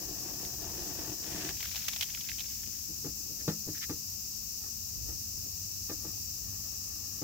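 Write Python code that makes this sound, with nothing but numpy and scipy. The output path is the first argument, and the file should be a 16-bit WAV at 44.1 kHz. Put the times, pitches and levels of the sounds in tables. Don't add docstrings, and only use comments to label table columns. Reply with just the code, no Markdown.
import sys
import numpy as np
from scipy import signal
from scipy.fft import rfft, irfft, next_fast_len
from scipy.io import wavfile

SR = 44100
rng = np.random.default_rng(int(sys.argv[2]) if len(sys.argv) > 2 else 0)


def master_out(mix):
    frames = np.transpose(np.atleast_2d(mix))
    ceiling = np.clip(frames, -1, 1)
    pcm = np.round(ceiling * 32767).astype(np.int16)
    wavfile.write(sys.argv[1], SR, pcm)


N = 318843


def from_db(db):
    return 10 ** (np.asarray(db) / 20)


def rms_one(x):
    return x / np.sqrt(np.mean(x ** 2) + 1e-20)


def at_hz(points, hz):
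    points = np.array(points)
    return np.interp(np.log(hz + 1), np.log(points[:, 0]), points[:, 1])


def colour(x, spectrum):
    size = next_fast_len(x.shape[-1] // 2 + 2048) * 2
    hz = np.arange(size // 2 + 1) * SR / size + 1
    octaves_outside = np.abs(np.log2(hz / np.clip(hz, spectrum[0][0], spectrum[-1][0])))
    skirt_db = np.minimum(30 * octaves_outside, 70)
    gain = rms_one(from_db(at_hz(spectrum, hz) - skirt_db))
    cepstrum = irfft(np.log(gain))
    cepstrum[1:size // 2] *= 2
    cepstrum[size // 2 + 1:] = 0
    response = np.exp(rfft(cepstrum))
    return irfft(rfft(x, size) * response)[..., :x.shape[-1]]


def drift(rate):
    step = 40
    r = np.exp(-2 * step * np.pi * rate / SR)
    noise = rng.standard_normal(N // step + 2002)
    slow = signal.lfilter([1], [1, -2 * r, r * r], noise)[2000:]
    return np.interp(np.arange(N) / step, np.arange(len(slow)), rms_one(slow))


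def ring(clicks, hz, t60):
    r = np.exp(-np.log(1000) / (t60 * SR))
    w = 2 * np.pi * hz / SR
    return signal.lfilter([0, np.sin(w)], [1, -2 * r * np.cos(w), r * r], clicks + 1e-18)


def pair(alike, size=N):
    mid, side = rng.standard_normal((2, size))
    alike = np.clip(alike, 0, 1)
    return np.sqrt((1 + alike) / 2) * mid + np.sqrt((1 - alike) / 2) * side * np.array([[1], [-1]])


def pan(x, left_db):
    return x * from_db(np.array([[left_db], [-left_db]]) / 2)


def right_leads(x, lag_s):
    n = np.arange(N)
    return np.array([np.interp(n - lag_s * SR, n, x[0]), x[1]])


def add(track, s, sound):
    start = max(int(s * SR), 0)
    track[..., start:start + sound.shape[-1]] += sound[..., :max(N - start, 0)]


def stroke(s, half_s):
    return np.exp(-((np.arange(N) / SR - s) / half_s) ** 2 / 2)


def held(start_s, end_s, attack_s, release_s):
    t = np.arange(N) / SR
    return np.exp(-np.maximum(start_s - t, 0) / attack_s - np.maximum(t - end_s, 0) / release_s) + 1e-12


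def slips(per_s, spread_db, fade_s):
    sizes = from_db(spread_db * np.minimum(rng.exponential(1, N), 4))
    energy = (rng.random(N) < per_s / SR) * sizes ** 2
    decay = np.exp(-2 / (fade_s * SR))
    return rms_one(np.sqrt(signal.lfilter([1], [1, -decay], energy + 1e-18)))


# (frequency [Hz], relative density [dB per Hz])
LEFT_HISS_SPECTRUM = [(3550, -31), (3850, -29), (4300, -13), (4950, -2.5), (5400, 2), (6300, 1), (7300, -3),
                      (8200, -13), (9000, -27.5), (9800, -20.5), (11200, -11), (13000, -8.5), (15000, -0.5),
                      (15700, -8.5)]
RIGHT_HISS_SPECTRUM = [(3550, -33), (3850, -11.5), (4300, -10), (4900, -2), (5650, 2), (6400, -1),
                       (7050, -5), (8100, -7), (9100, -12), (9800, -12.5), (11200, -10), (12400, -3.5),
                       (13600, -6), (15000, 1.5), (15700, -9.5)]
DULL_HISS_SPECTRUM = [(300, -10), (700, -2), (1000, -3.5), (1220, -3.5), (1500, -6.5), (2200, -5.5),
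                      (2550, 2.5), (2820, 4.5), (3050, -6), (3500, -3.5), (4200, 2.5)]


def hiss():
    left_db = -37.0 + 0.3 * drift(26)
    right_db = -42.5 + 1.1 * drift(15)
    left = from_db(left_db) * colour(rng.standard_normal(N), LEFT_HISS_SPECTRUM)
    right = from_db(right_db) * colour(rng.standard_normal(N), RIGHT_HISS_SPECTRUM)
    dull = from_db(-60) * pan(colour(pair(alike=0.017), DULL_HISS_SPECTRUM), left_db=3.5)
    return np.array([left, right]) + dull


RUMBLE_DB, RUMBLE_WANDER_DB, RUMBLE_WANDER_RATE = -54, 1, 5.4
HUM_FULL_S, HUM_ATTACK_S, HUM_DB = 5.47, 0.69, -52
# (frequency [Hz], relative density [dB per Hz])
RUMBLE_SPECTRUM = [(15, -30), (25, -27), (53, 1.5), (86, 2), (157, -12.5), (179, -20.5), (197, -12.5),
                   (214, -13), (239, -27), (279, -15.5), (448, -32), (700, -43), (910, -61), (1540, -120)]
# (time [s], level [dB], half length [s])
RUMBLE_SWELLS = [(0.7, -62, 0.39), (5.043, -45.5, .07), (5.801, -59.5, 0.52)]


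def outdoors():
    air = pan(pair(alike=.58), left_db=-2.0)
    swells = sum(from_db(db) * stroke(s, half_s) for s, db, half_s in RUMBLE_SWELLS)
    steady = from_db(RUMBLE_DB + RUMBLE_WANDER_DB * drift(RUMBLE_WANDER_RATE))
    rumble = (steady + swells) * colour(air, RUMBLE_SPECTRUM)
    fade_in = np.exp(np.minimum(np.arange(N) / SR - HUM_FULL_S, 0) / HUM_ATTACK_S)
    hum_hz = 96 + 2 * drift(3.4)
    hum = from_db(HUM_DB) * fade_in * np.sin(2 * np.pi * np.cumsum(hum_hz) / SR)
    whine_hz = 214 + 2 * drift(4.35)
    whine = from_db(-61.5) * np.sin(2 * np.pi * np.cumsum(whine_hz) / SR)
    drone_spectrum = [(90, -0.5), (150, 0), (240, -6.0), (300, -7), (500, -21.5)]
    drone = from_db(-62.0) * colour(pair(alike=0.85), drone_spectrum)
    return right_leads(rumble + hum + whine + pan(drone, left_db=10.0), lag_s=0.00012)


def touch(hz, hard_db):
    return at_hz([(400, 0), (1300, 1.02 * (hard_db + 12.5))], hz)


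PANEL_LAG_S = .00011
# (frequency [Hz], relative level [dB], time to fall 60 dB [s])
PANEL_MODES = [(158.4, 1, 0.21), (207.3, -14, 0.52), (275.5, -5.5, 0.17), (312, 1, 0.15),
               (390.6, -1.5, 0.087), (475, -5, 0.12), (549, -12, 0.11), (660, -8, 0.079), (730, -15, 0.032),
               (840, -5.5, 0.092), (1183, -4.5, 0.074), (1296, -16.5, 0.17), (1586, -9.5, 0.019),
               (1806, -11.5, 0.099), (2526, -12, 0.078)]
# (time [s], relative level [dB], half length [s], relative hardness [dB])
BRUSHES = [(2.91, -57, 0.026, -27), (3.36, -55, 0.13, -47), (3.672, -47, 0.0055, -34),
           (4.657, -60.5, 0.027, -4.5), (5.102, -50.5, 0.031, -15), (5.353, -58.5, 0.038, -32),
           (5.461, -53, 0.018, -39), (6.043, -60, 0.012, -12), (6.093, -55.5, 0.055, -9.5),
           (6.558, -72, 0.11, 2), (7.072, -63.5, 0.39, -5.5)]


def brushes():
    friction = pair(alike=.85) * slips(per_s=400, spread_db=2, fade_s=.003)
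    times, modes = np.arange(0, N, 64), 0
    strokes = [(from_db(db) * stroke(s, half_s)[times], hard_db) for s, db, half_s, hard_db in BRUSHES]
    for hz, mode_db, t60 in PANEL_MODES:
        coarse_force = sum(swell * from_db(touch(hz, hard_db)) for swell, hard_db in strokes)
        force = np.interp(np.arange(N), times, coarse_force)
        murmur = rms_one(ring(friction, hz, .3 * t60))
        modes = modes + from_db(mode_db - 10) * force * murmur
    return right_leads(pan(modes, left_db=3.5), PANEL_LAG_S)


CONTACT_S = 0.016
# (frequency [Hz], relative density [dB per Hz])
THUD_SPECTRUM = [(70, -6), (140, -1), (230, -11), (420, -7), (650, -17.5), (1000, -22), (1800, -21),
                 (2800, -30), (4500, -21), (7000, -33)]
# (time [s], relative level [dB], relative hardness [dB], frequency that the struck spot favours [Hz])
BUMPS = [(2.667, -45, -16, 333), (2.891, -39, -36, 360), (3.043, -29, -18, 422), (3.06, -32, -18, 295),
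         (3.292, -45, -43, 320), (3.477, -18.5, -12, 188), (3.679, -29.5, -20.5, 333),
         (3.893, -24.5, -14, 266), (5.893, -32, -5, 467), (5.911, -30.5, -16, 308),
         (6.048, -34.5, -15, 312), (7.216, -28.5, -16.5, 330)]


def bumps():
    out, t = np.zeros((2, N)), np.arange(SR // 3) / SR
    press = 1 - np.exp(-t / (0.21 * CONTACT_S))
    for s, db, hard_db, spot_hz in BUMPS:
        tone = 0
        for hz, mode_db, t60 in PANEL_MODES:
            octaves_away = np.log2(hz / spot_hz)
            nearness = np.exp(-(octaves_away / .3) ** 2)
            chance_db = 0.6 * rng.standard_normal()
            strength = from_db(mode_db + touch(hz, hard_db) + 6.9 * nearness + chance_db)
            sine = np.sin(2 * np.pi * (hz * t + rng.random()))
            tone = tone + strength * sine * np.exp(-np.log(1000) * t / t60)
        skin = pair(alike=.8, size=len(t)) * press * np.exp(-t / (1.4 * CONTACT_S))
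        thud = colour(skin, [(hz, band_db + touch(hz, hard_db)) for hz, band_db in THUD_SPECTRUM])
        add(out, s, from_db(db) * (from_db(-12.5) * press * tone + from_db(-10.0) * thud))
    return right_leads(pan(out, left_db=2.0), PANEL_LAG_S)


# (frequency [Hz], relative density [dB per Hz])
NAIL_SPECTRUM = [(1200, -9), (1750, 5), (2800, -3.5), (4200, -2.5), (7000, -8)]
# (time [s], level [dB], half length [s])
PICKS = [(2.756, -63, 0.022), (3.410, -56.5, 0.015), (3.766, -49, 0.018), (3.833, -39.5, 0.011)]


def picking():
    scrapes = sum(from_db(db) * stroke(s, half_s) for s, db, half_s in PICKS)
    catches = slips(per_s=1200, spread_db=2, fade_s=.0008)
    return right_leads(colour(scrapes * catches * pair(alike=0.31), NAIL_SPECTRUM), PANEL_LAG_S)


CRUMPLE_START_S, CRUMPLE_END_S = 1.66, 2.78
CRUMPLE_ATTACK_S, CRUMPLE_RELEASE_S = 0.11, 0.16
CRUMPLE_DB, CRUMPLE_FADE_DB_PER_S = -45.5, 12.5
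SMALL_CREASE_COUNT, SMALL_CREASE_DB, SMALL_CREASE_SPREAD_DB = 14, -42.5, 2.0
SMALL_FACET_HZ, SMALL_FACET_OCTAVES, SMALL_BUCKLE_S = 2580, 0.38, 0.0015


def small_creases():
    slot_s = (CRUMPLE_END_S - CRUMPLE_START_S) / SMALL_CREASE_COUNT
    rows = []
    for k, (when, size, pitch) in enumerate(rng.uniform(-1, 1, (SMALL_CREASE_COUNT, 3))):
        elapsed_s = (k + when / 2) * slot_s
        db = SMALL_CREASE_DB + SMALL_CREASE_SPREAD_DB * size - CRUMPLE_FADE_DB_PER_S * elapsed_s / 2
        hz = SMALL_FACET_HZ * 2 ** (SMALL_FACET_OCTAVES * pitch)
        rows.append((CRUMPLE_START_S + elapsed_s, db, hz, SMALL_BUCKLE_S))
    return rows


FIST_CLOSED_S, FIST_CLOSING_S = 2.07, 0.13
OPEN_CRACK_DB, FIST_CRACK_DB = 3.5, -5.5
# (frequency [Hz], relative density [dB per Hz])
PAPER_SPECTRUM = [(300, -22), (700, -1.5), (1300, -1), (2300, -4), (4200, 5), (6500, 7.5), (9000, -11),
                  (12000, -2.5), (16000, 6)]
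# (time [s], relative level [dB], facet pitch [Hz], buckling time before limits [s])
CREASES = [(0.4493, -37, 3960, 0.00083), (1.489, -35, 2110, .002), (1.603, -37.5, 3000, 0.0036),
           (1.628, -32.5, 2210, 0.00075), (1.651, -40, 1920, 0.0033), (1.756, -35, 3030, 0.0026),
           (1.763, -36, 3600, 0.0026), (1.7763, -38, 2400, .0012), (1.851, -41, 3800, 0.0022),
           (1.8815, -28, 2760, 0.0043), (1.8865, -39, 3800, 0.00091), (1.9316, -37, 3200, 0.0034),
           (1.961, -34.5, 3080, 0.0024), (1.967, -40, 2870, 0.0013), (2.0087, -26, 3300, 0.0025),
           (2.023, -28, 2790, 0.0021), (2.028, -28.5, 3300, 0.0064), (2.102, -39, 2920, .001),
           (2.147, -31.5, 2640, 0.0014), (2.172, -40.5, 2060, 0.0021), (2.206, -38.5, 3480, 0.0034),
           (2.2865, -35.5, 2670, 0.0023), (2.292, -35, 2700, 0.0034), (2.316, -33.5, 2340, 0.00097),
           (2.383, -37, 3200, 0.002), (2.3935, -34, 3180, .0014), (2.403, -33, 3480, 0.0033)]


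def creases():
    out, t = np.zeros((2, N)), np.arange(SR // 12) / SR
    for s, db, hz, buckle_s in list(CREASES) + small_creases():
        closing_s = [FIST_CLOSED_S - FIST_CLOSING_S, FIST_CLOSED_S]
        crack_db = np.interp(s, closing_s, [OPEN_CRACK_DB, FIST_CRACK_DB])
        age = t / np.clip(buckle_s, .0005, .003)
        shiver = from_db(-19) * np.exp(-t / .016)
        fade = age * np.exp(1 - age) + shiver
        crack = colour(pair(alike=0.36, size=len(t)) * fade, PAPER_SPECTRUM)
        facet_spectrum = [(0.57 * hz, -15), (0.68 * hz, -4), (hz, 0), (1.33 * hz, -5), (2.84 * hz, -17)]
        pop = colour(pair(alike=0.36, size=len(t)) * fade, facet_spectrum)
        snap = from_db(crack_db) * pan(rms_one(crack), left_db=4.5) + pan(rms_one(pop), left_db=-4.0)
        add(out, s, from_db(db - 4.5) * snap * np.sqrt(np.mean(fade ** 2)))
    return out


# (frequency [Hz], relative density [dB per Hz])
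FIBRE_SPECTRUM = [(400, -12), (1200, -10), (2300, 0.5), (3200, 2), (4200, 1), (6500, -7), (9000, -11),
                  (13000, -0.5)]


def crumpling():
    elapsed_s = np.maximum(np.arange(N) / SR - CRUMPLE_START_S, 0)
    balling = held(CRUMPLE_START_S, CRUMPLE_END_S, CRUMPLE_ATTACK_S, CRUMPLE_RELEASE_S)
    rubbing = from_db(CRUMPLE_DB - CRUMPLE_FADE_DB_PER_S * elapsed_s) * balling
    fibres = slips(per_s=800, spread_db=3.0, fade_s=.001)
    return pan(rubbing * colour(fibres * pair(alike=.35), FIBRE_SPECTRUM), left_db=1.5)


PULL_ATTACK_S, PULL_RELEASE_S = 0.037, 0.057


def pull(start_s, end_s, build_db):
    to_go = np.interp(np.arange(N) / SR, [start_s, end_s], [1, 0])
    return held(start_s, end_s, PULL_ATTACK_S, PULL_RELEASE_S) * from_db(-build_db * to_go)


DRUM_BUILD_DB, RASP_BUILD_DB = 3, 4.5
CREEP_DRUM_DB, CREEP_RASP_DB = -54.5, -60.5
CLUMPS_PER_S, CLUMP_SHARE = 78, 0.3
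# (frequency [Hz], relative density [dB per Hz])
DRUMMING_SPECTRUM = [(76, -47.5), (130, 5), (211, -1.5), (242, -16), (295, 1.5), (360, 1.5), (413, -10),
                     (566, -12.5), (743, -6.5), (1260, -17), (1600, -23), (2080, -52), (3520, -120)]
RASP_SPECTRUM = [(900, -12), (1300, -5.5), (1800, 6), (2150, -1), (2550, 3.5), (3300, 0.5), (4500, 1),
                 (7000, 1), (10000, -7), (15000, -23)]
# (start [s], end [s], panel drumming [dB], adhesive rasp [dB])
PULLS = [(0.0, 0.48, -48.5, -55.5), (0.611, 1.12, -45.5, -51.5), (1.261, 1.503, -45, -45)]


def peeling():
    creep = held(PULLS[0][0], PULLS[-1][1], PULL_ATTACK_S, PULL_RELEASE_S)
    drum_gain, rasp_gain = from_db(CREEP_DRUM_DB) * creep, from_db(CREEP_RASP_DB) * creep
    for start_s, end_s, drum_db, rasp_db in PULLS:
        drum_gain = np.maximum(drum_gain, from_db(drum_db) * pull(start_s, end_s, DRUM_BUILD_DB))
        rasp_gain = np.maximum(rasp_gain, from_db(rasp_db) * pull(start_s, end_s, RASP_BUILD_DB))
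    stuck = held(0, PULLS[-1][1], PULL_ATTACK_S, release_s=.06)
    strands = slips(per_s=2400, spread_db=2.4, fade_s=.0008) * from_db(1.3 * drift(45))
    tugs = strands * pair(alike=.88)
    drumming = colour(tugs, DRUMMING_SPECTRUM)
    ringing = rms_one(sum(from_db(db) * ring(tugs, hz, t60) for hz, db, t60 in PANEL_MODES))
    body = drum_gain * (from_db(-1.0) * drumming + from_db(-5.0) * ringing)
    clumps = rms_one(5 + CLUMP_SHARE * slips(CLUMPS_PER_S, spread_db=6.0, fade_s=0.0017))
    ticks = clumps * strands * pair(alike=0.21)
    rasp = from_db(2.0) * rasp_gain * colour(ticks, RASP_SPECTRUM)
    return right_leads(stuck * (pan(body, left_db=2.0) + rasp), PANEL_LAG_S)


def scene():
    background = hiss() + outdoors()
    fingers = brushes() + bumps() + picking()
    return background + fingers + creases() + crumpling() + peeling()


CUTOFF_HZ = 15780


def record(dry):
    low_pass = signal.ellip(12, .1, 80, CUTOFF_HZ, fs=SR, output="sos")
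    return signal.sosfilt(low_pass, dry)


dry = scene()
out = record(dry)
master_out(out)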